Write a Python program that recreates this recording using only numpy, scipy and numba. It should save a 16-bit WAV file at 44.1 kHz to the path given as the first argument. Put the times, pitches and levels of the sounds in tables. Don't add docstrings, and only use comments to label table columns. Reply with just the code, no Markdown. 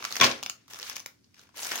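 import sys
import numpy as np
from scipy import signal
from scipy.fft import rfft, irfft, next_fast_len
from scipy.io import wavfile
from numba import njit

SR = 44100
rng = np.random.default_rng(int(sys.argv[2]) if len(sys.argv) > 2 else 0)


def wav_out(sig):
    wavfile.write(sys.argv[1], SR, np.round(np.clip(np.atleast_2d(sig).T, -1, 1) * 32767).astype(np.int16))


def level_to_linear(level):
    exponent = np.asarray(level, float) / 20
    return 10 ** exponent


N = 79380

# start in seconds, peak level in dB, pitch of the main patch
# in Hz, level of the tick against the ring in dB, tilt towards high patches in dB per octave.
MAILER_SNAPS = [(0.025, -25, 1140, -33.5, -1), (0.041, -22.5, 1120, -24.5, 4),
                (0.05, -15.5, 1360, -19.5, 3), (0.09, -37.5, 3920, -25, 6), (0.107, -30, 4300, -23.5, 1.5),
                (0.115, -24, 1240, -18.5, 3.5), (0.124, -20.5, 4150, -18, 3.5),
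                (0.145, -31, 4680, -25, 8.5), (0.155, -22.5, 1920, -13, 1), (0.166, -17.5, 5290, -17, 0.5),
                (0.17, -22, 1000, -24, -2), (0.18, -37, 1420, -20, -5.5), (0.198, -18.5, 1060, -32.5, 1.5),
                (0.41, -46.5, 3170, -17.5, -1), (0.4280, -22.5, 2950, -15.5, -1),
                (0.4343, -28, 2820, -17.5, 13), (0.4615, -20, 2720, -19, 3), (0.4968, -23, 7050, -13, 5)]
# start in seconds, peak level in dB, pitch of the main patch
# in Hz, level of the tick against the ring in dB, tilt in dB per octave.
OPENING_POPS = [(.2005, -14.5, 3563, -29.5, 1), (0.211, -7.5, 2400, -19, 0.26), (.2140, -5, 1110, -37.5, 1),
                (0.223, -20, 1078, -35.5, -2), (.241, -9, 2400, -19, .5), (0.243, -6.5, 4200, -25, 0.37),
                (0.2638, -16, 2494, -30, 0.67)]
# start in seconds, peak level in dB, pitch of the main patch
# in Hz, level of the tick against the ring in dB, tilt in dB per octave.
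INNER_BAG_SNAPS = [(0.68, -42, 1135, -14.5, 1.7), (0.708, -41, 4980, -8.5, 2.5),
                   (0.734, -30, 4920, -15, 1.8), (0.744, -32, 5700, -30, 1.6), (0.758, -32.5, 1310, -30, 1),
                   (0.769, -38, 1220, -25.5, 1.1), (0.788, -31.5, 1173, -11, 1.8),
                   (0.798, -28, 5300, -31, 0.36), (0.81, -39, 2810, -17, 1.4),
                   (0.816, -33.5, 2630, -16, 1.6), (0.828, -25, 4220, -35.5, 3.6),
                   (0.866, -35, 4400, -22, 1.8), (0.877, -38, 1880, -14, 1.5),
                   (0.897, -25.5, 5140, -11.5, 0.84), (0.929, -37, 6400, -23, 1.4),
                   (0.9557, -29.5, 6250, -19, 1.2), (0.9596, -29, 5100, -11, 2.4),
                   (0.9653, -24, 6900, -14.5, 1.5), (0.98, -32.5, 6840, -18, 1),
                   (0.9951, -31.5, 5800, -17, 2.8), (1.001, -31, 6160, -15, 1.1),
                   (1.0605, -29, 1450, -11.5, 1.083)]
# start in seconds, peak level in dB, pitch of the main patch
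# in Hz, level of the tick against the ring in dB, tilt in dB per octave.
REACHING_SNAPS = [(1.243, -54, 4940, -30.5, 6), (1.343, -47, 2398, -18.5, 3.5),
                  (1.366, -47.5, 1444, -27, -0.2), (1.38, -49.5, 1454, -30, 3),
                  (1.393, -41, 1440, -22, 6.5), (1.413, -46.5, 3060, -11.5, 1.5),
                  (1.434, -50, 2470, -10, 2), (1.49, -47.5, 1116, -22, -3.5),
                  (1.542, -46.5, 990, -22.5, -4), (1.554, -59.5, 3420, -19, 0),
                  (1.592, -28, 4410, -24, -1.7), (1.631, -22, 5960, -28, 2), (1.638, -38, 3650, 0, -3),
                  (1.647, -31, 6310, -7, 9), (1.652, -31, 5750, -15, 10), (1.671, -41, 1600, -28, -1),
                  (1.7125, -22, 2200, -32, 4), (1.717, -17, 1880, -23.5, 2.5), (1.756, -25, 2980, -7, -4),
                  (1.777, -24, 977, -20.5, 4)]
# start in seconds, peak level in dB, pitch in Hz, length in cycles.
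CLEAR_PATCHES = [(.025, -24, 1950, 3.1), (.050, -28, 1130, 4.3), (.050, -20, 4150, 4.6),
                 (.2015, -19, 5750, 5.8), (.2030, -17, 377, 2.5), (.2112, -8, 3420, 24),
                 (.2125, -16, 6200, 14), (.2145, -15, 1060, 18), (.2205, -7, 1065, 18.7),
                 (.222, -6, 2320, 5.8), (.225, -13, 3050, 15), (.2365, -12, 2440, 10),
                 (.255, -20, 704, 3.6), (.270, -20, 2500, 9), (.281, -17, 437, 1.8), (.292, -21.5, 2780, 8),
                 (0.4282, -27.5, 1150, 9.1), (.4288, -37, 5410, 9), (0.4277, -31, 6950, 10.5),
                 (.4345, -29, 1197, 3.8), (.4345, -34.5, 5000, 12), (.4620, -28.5, 1059, 4.7),
                 (.4620, -39, 4215, 7.6), (.4620, -35, 5860, 11), (.485, -34.5, 1405, 2.8),
                 (0.4977, -22.5, 1320, 5.6), (.4978, -23.5, 2846, 8.7), (.4976, -27, 4730, 11),
                 (.4972, -21, 6860, 12), (.8285, -27.5, 3220, 5.2), (0.9677, -26.5, 2476, 7),
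                 (0.9654, -30, 3037, 8.5), (1.06, -25.5, 2130, 5.7), (1.061, -32.5, 578, 3.1),
                 (1.06, -35, 5220, 15), (1.0605, -36, 7000, 30), (1.249, -55, 4580, 10.5),
                 (1.3435, -49.5, 5122, 13), (1.357, -56.5, 5500, 10.55), (1.389, -56.5, 4200, 10),
                 (1.396, -53.5, 4200, 8), (1.416, -50.5, 4100, 8), (1.592, -39, 3380, 6),
                 (1.648, -31, 3620, 10), (1.655, -30, 890, 3.5), (1.7175, -21, 1480, 5),
                 (1.7175, -25, 1996, 3.9), (1.736, -23, 1010, 3.7), (1.762, -24, 6700, 15),
                 (1.797, -34, 3500, 7)]
CLEAR_PATCH_SIDE = -0.45, .2
# time in seconds, crackle level in dB, typical patch pitch in Hz,
# level of the high fizz against the crackle in dB.
HAND_EFFORT = [(0, -49, 2200, -6), (.1, -48.5, 2830, -1), (.19, -45, 2660, 2), (.3, -76, 2500, -17),
               (.42, -63, 3300, -10), (.672, -75, 3750, -19), (0.701, -55, 2860, 2.5),
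               (0.902, -47.5, 3400, -0.5), (1.01, -60.5, 3630, -25), (1.04, -64.5, 4030, -4),
               (1.2, -80, 4480, -11), (1.318, -78, 4520, -6.5), (1.39, -62, 3006, -1),
               (1.527, -75.5, 2720, -14.5), (1.564, -48, 2760, 4.5), (1.629, -43.5, 3450, 5.5),
               (1.722, -39, 2470, -1), (1.8, -42.5, 2860, 1)]
# pitch in Hz, level in dB, time to fade by 60 dB in seconds.
BODY_TONES = [(137, -9.5, 0.33), (194.6, -9.5, 0.06), (240, -12.5, 0.23), (344, -9.5, 0.018),
              (538.4, -7.5, 0.14), (1066, 1, 0.096), (2240, -11, 0.029)]
# frequency in Hz, level in dB per Hz.
HUM_COLOUR = [(18, -79), (30, -38), (100, -4.5), (174, -11.5), (273, -8.5), (600, -29.5), (3400, -41),
              (4650, -30.5), (16000, -46)]
# frequency in Hz, gain in dB.
MICROPHONE = [(60, -15.5), (250, -4), (520, -5.5), (800, -5.5), (1100, -2.5), (6400, 8.5), (7600, -1),
              (16000, -2.5)]

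SNAP_DB, TICK_DB, MAIN_PATCH_DB = -11.5, 6.5, 11
SNAP_LATE_S, SNAP_SPREAD_S, TICK_S = 0.00054, 0.0011, 0.0015
SNAP_CYCLES, MAIN_CYCLES = 4.47, 6.5
CREASE_LOW_HZ, CREASE_HIGH_HZ = 756, 6400
PATCH_SOFTEN, BODY_SOFTEN = 3.42, 14.0
LEFT_DB, UNLIKE_DB, LAG_S = 1.5, 3, 0.00008
CRACKLE_OCTAVES, CRACKLE_CYCLES = 1.166, 4.05
SIZE_SCATTER_DB, SIZE_CAP, BUNCH_DB = 2.8, 4, 1.8
PULL_S, PULL_RISE_S, PULL_HOLD_S = 0.21, 0.006, 0.024
PULL_DB, PULL_FALL_DB_S, PULL_HZ, PULL_FIZZ_DB = -20, 206, 2400, -14.5
BODY_DB, RUMBLE_CUT_HZ, HUM_DB = -13.5, 50, -67.5
ROOM_DB, ROOM_GAP_S, TABLE_DB, TABLE_T60_S = -6.5, 0.0021, -9, 0.026
ROOM_BASS_T60_S, ROOM_T60_S, ROOM_HIGH_T60_S = 0.46, 0.26, 0.2
SHELF_HZ, SHELF_DB, TOP_HZ = 15850, 24, 16600


def snaps(table, count=20):
    s, db, hz, tick_db, tilt_db = np.array(table, float).T[:, :, None]
    s = s + SNAP_LATE_S
    nudge, late = rng.standard_normal((2, len(table), count))
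    row_hz = np.geomspace(CREASE_LOW_HZ, CREASE_HIGH_HZ, count) * (1 + 0.12 * nudge)
    row_s = s + SNAP_SPREAD_S * abs(late)
    row_db = db + SNAP_DB + tilt_db * np.log2(row_hz / 2500)
    row = patches(row_s.ravel(), row_db.ravel(), row_hz.ravel(), SNAP_CYCLES)
    main = patches(s.ravel(), (db + SNAP_DB + MAIN_PATCH_DB).ravel(), hz.ravel(), MAIN_CYCLES)
    hits = np.zeros(N)
    hits[(s[:, 0] * SR).astype(int)] = level_to_linear(db + tick_db + TICK_DB)[:, 0]
    fade = signal.lfilter([1], [1, -np.exp(-1 / (TICK_S * SR))], hits)
    tick = fade * rng.standard_normal((2, N))
    return row + main + np.diff(tick, prepend=0, axis=1)


def patches(s, db, hz, cycles, side=None):
    if side is None:
        side = rng.standard_normal((len(s), 2)).T
    hz = np.clip(hz, 260, SR / 2.3)
    ports = []
    for sign in (1, -1):
        start = ((s + sign * LAG_S * side[0]) * SR).astype(np.int64)
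        size = level_to_linear(db + sign * (LEFT_DB / 2 + UNLIKE_DB * side[1]))
        ports.append(ring(np.zeros(N), start, hz, 2 * cycles / hz, size, PATCH_SOFTEN))
    return np.array(ports)


@njit
def ring(out, start, hz, t60, size, soften):
    for g in range(len(start)):
        decay = np.exp(-np.log(1000) / (t60[g] * SR))
        turn = decay * np.exp(2j * np.pi * hz[g] / SR)
        swing = size[g] + 0j
        unopened, opening = 1., decay ** soften
        for i in range(max(start[g], 0), min(start[g] + int(t60[g] * SR), len(out))):
            out[i] += swing.imag * (1 - unopened)
            swing *= turn
            unopened *= opening
    return out


def crackle(db_at, hz_at, fizz_at, t0, t1, count):
    s, late = rng.uniform(t0, t1, count), rng.uniform(0, 0.0017, count)
    scatter = np.minimum(rng.exponential(1, (2, count)), SIZE_CAP)
    bunches = count // 40
    bunch = np.interp(s, np.linspace(t0, t1, bunches), rng.standard_normal(bunches))
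    hz = hz_at(s) * 2 ** (CRACKLE_OCTAVES * rng.standard_normal(count))
    db = db_at(s) + SIZE_SCATTER_DB * scatter + BUNCH_DB * bunch
    fizz_hz = rng.uniform(7000, 17000, count)
    creases = patches(s, db[0], hz, CRACKLE_CYCLES)
    return creases + patches(s + late, db[1] + fizz_at(s), fizz_hz, 2 * CRACKLE_CYCLES)


def effort_crackle():
    s, db, hz, fizz_db = np.array(HAND_EFFORT, float).T

    def follow(values):
        return lambda t: np.interp(t, s, values)

    return crackle(follow(db), follow(hz), follow(fizz_db), 0, N / SR, count=12000)


def pull_db(s):
    since = s - PULL_S
    rise = 20 * np.maximum(-since / PULL_RISE_S, 0)
    return PULL_DB - rise - PULL_FALL_DB_S * np.maximum(since - PULL_HOLD_S, 0)


def pull_crackle():
    return crackle(pull_db, lambda t: PULL_HZ, lambda t: PULL_FIZZ_DB, PULL_S, PULL_S + 0.22, count=1100)


def body():
    s, db = np.array(OPENING_POPS, float).T[:2, :, None]
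    hz, tone_db, t60 = np.array(BODY_TONES, float).T
    chance = rng.standard_normal((len(OPENING_POPS), len(BODY_TONES)))
    start = ((s + 0.0022 * abs(chance)) * SR).astype(np.int64)
    pitch = hz * (1 + 0.018 * chance)
    size = level_to_linear(db + tone_db + BODY_DB)
    fade = t60 + 0 * s
    thump = ring(np.zeros(N), start.ravel(), pitch.ravel(), fade.ravel(), size.ravel(), BODY_SOFTEN)
    return np.array([thump, thump])


def room(x):
    t = np.arange(SR // 2) / SR
    noise, near = rng.standard_normal((2, 2, len(t)))
    bass = signal.sosfilt(signal.butter(2, 350, fs=SR, output="sos"), noise)
    low = signal.sosfilt(signal.butter(2, 3000, fs=SR, output="sos"), noise)
    near = signal.sosfilt(signal.butter(2, 400, "high", fs=SR, output="sos"), near)
    alike = bass[:1] + 0.1 * bass[1] * np.array([[1], [-1]])
    tail = alike * level_to_linear(-60 * t / ROOM_BASS_T60_S)
    tail = tail + (low - bass) * level_to_linear(-60 * t / ROOM_T60_S)
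    tail = tail + (noise - low) * level_to_linear(-60 * t / ROOM_HIGH_T60_S)
    tail = tail * (1 - np.exp(-t / ROOM_GAP_S))
    table = near * level_to_linear(-60 * t / TABLE_T60_S)

    def unit(h):
        return h / np.sqrt(np.sum(h ** 2, 1, keepdims=True))

    echoes = level_to_linear(ROOM_DB) * unit(tail) + level_to_linear(TABLE_DB) * unit(table)
    return signal.fftconvolve(x, echoes, axes=1)[:, :N]


def hum():
    mid, side = colour(rng.standard_normal((2, N)), HUM_COLOUR)
    side = signal.sosfilt(signal.butter(1, 400, "high", fs=SR, output="sos"), side)
    return level_to_linear(HUM_DB) * np.array([mid + side, mid - side]) / np.std(mid)


def colour(x, points):
    size = next_fast_len(2 * N)
    hz, db = np.array(points, float).T
    log_hz = np.log(np.fft.rfftfreq(size, 1 / SR) + 1)
    log_gain = np.interp(log_hz, np.log(hz), db) * np.log(10) / 20
    cepstrum = irfft(log_gain, size)
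    cepstrum[1:size // 2] *= 2
    cepstrum[size // 2 + 1:] = 0
    return irfft(rfft(x, size) * np.exp(rfft(cepstrum)), size)[..., :N]


def scene():
    bag = sum(snaps(t) for t in (MAILER_SNAPS, OPENING_POPS, INNER_BAG_SNAPS, REACHING_SNAPS))
    bag = bag + patches(*np.array(CLEAR_PATCHES, float).T, CLEAR_PATCH_SIDE)
    bag = bag + effort_crackle() + pull_crackle() + body()
    bag = signal.sosfilt(signal.butter(3, RUMBLE_CUT_HZ, "high", fs=SR, output="sos"), bag)
    return colour(bag + room(bag), MICROPHONE) + hum()


def low_pass(x):
    return signal.sosfilt(signal.butter(12, 16810, fs=SR, output="sos"), x)


def record(dry):
    x = np.clip(dry, -0.9, 0.9)
    x = signal.sosfilt(signal.ellip(6, 0.3, SHELF_DB, SHELF_HZ, fs=SR, output="sos"), x)
    x = signal.sosfilt(signal.ellip(8, 0.3, 60, TOP_HZ, fs=SR, output="sos"), x)
    return low_pass(x)


dry = scene()
out = record(dry)
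wav_out(out)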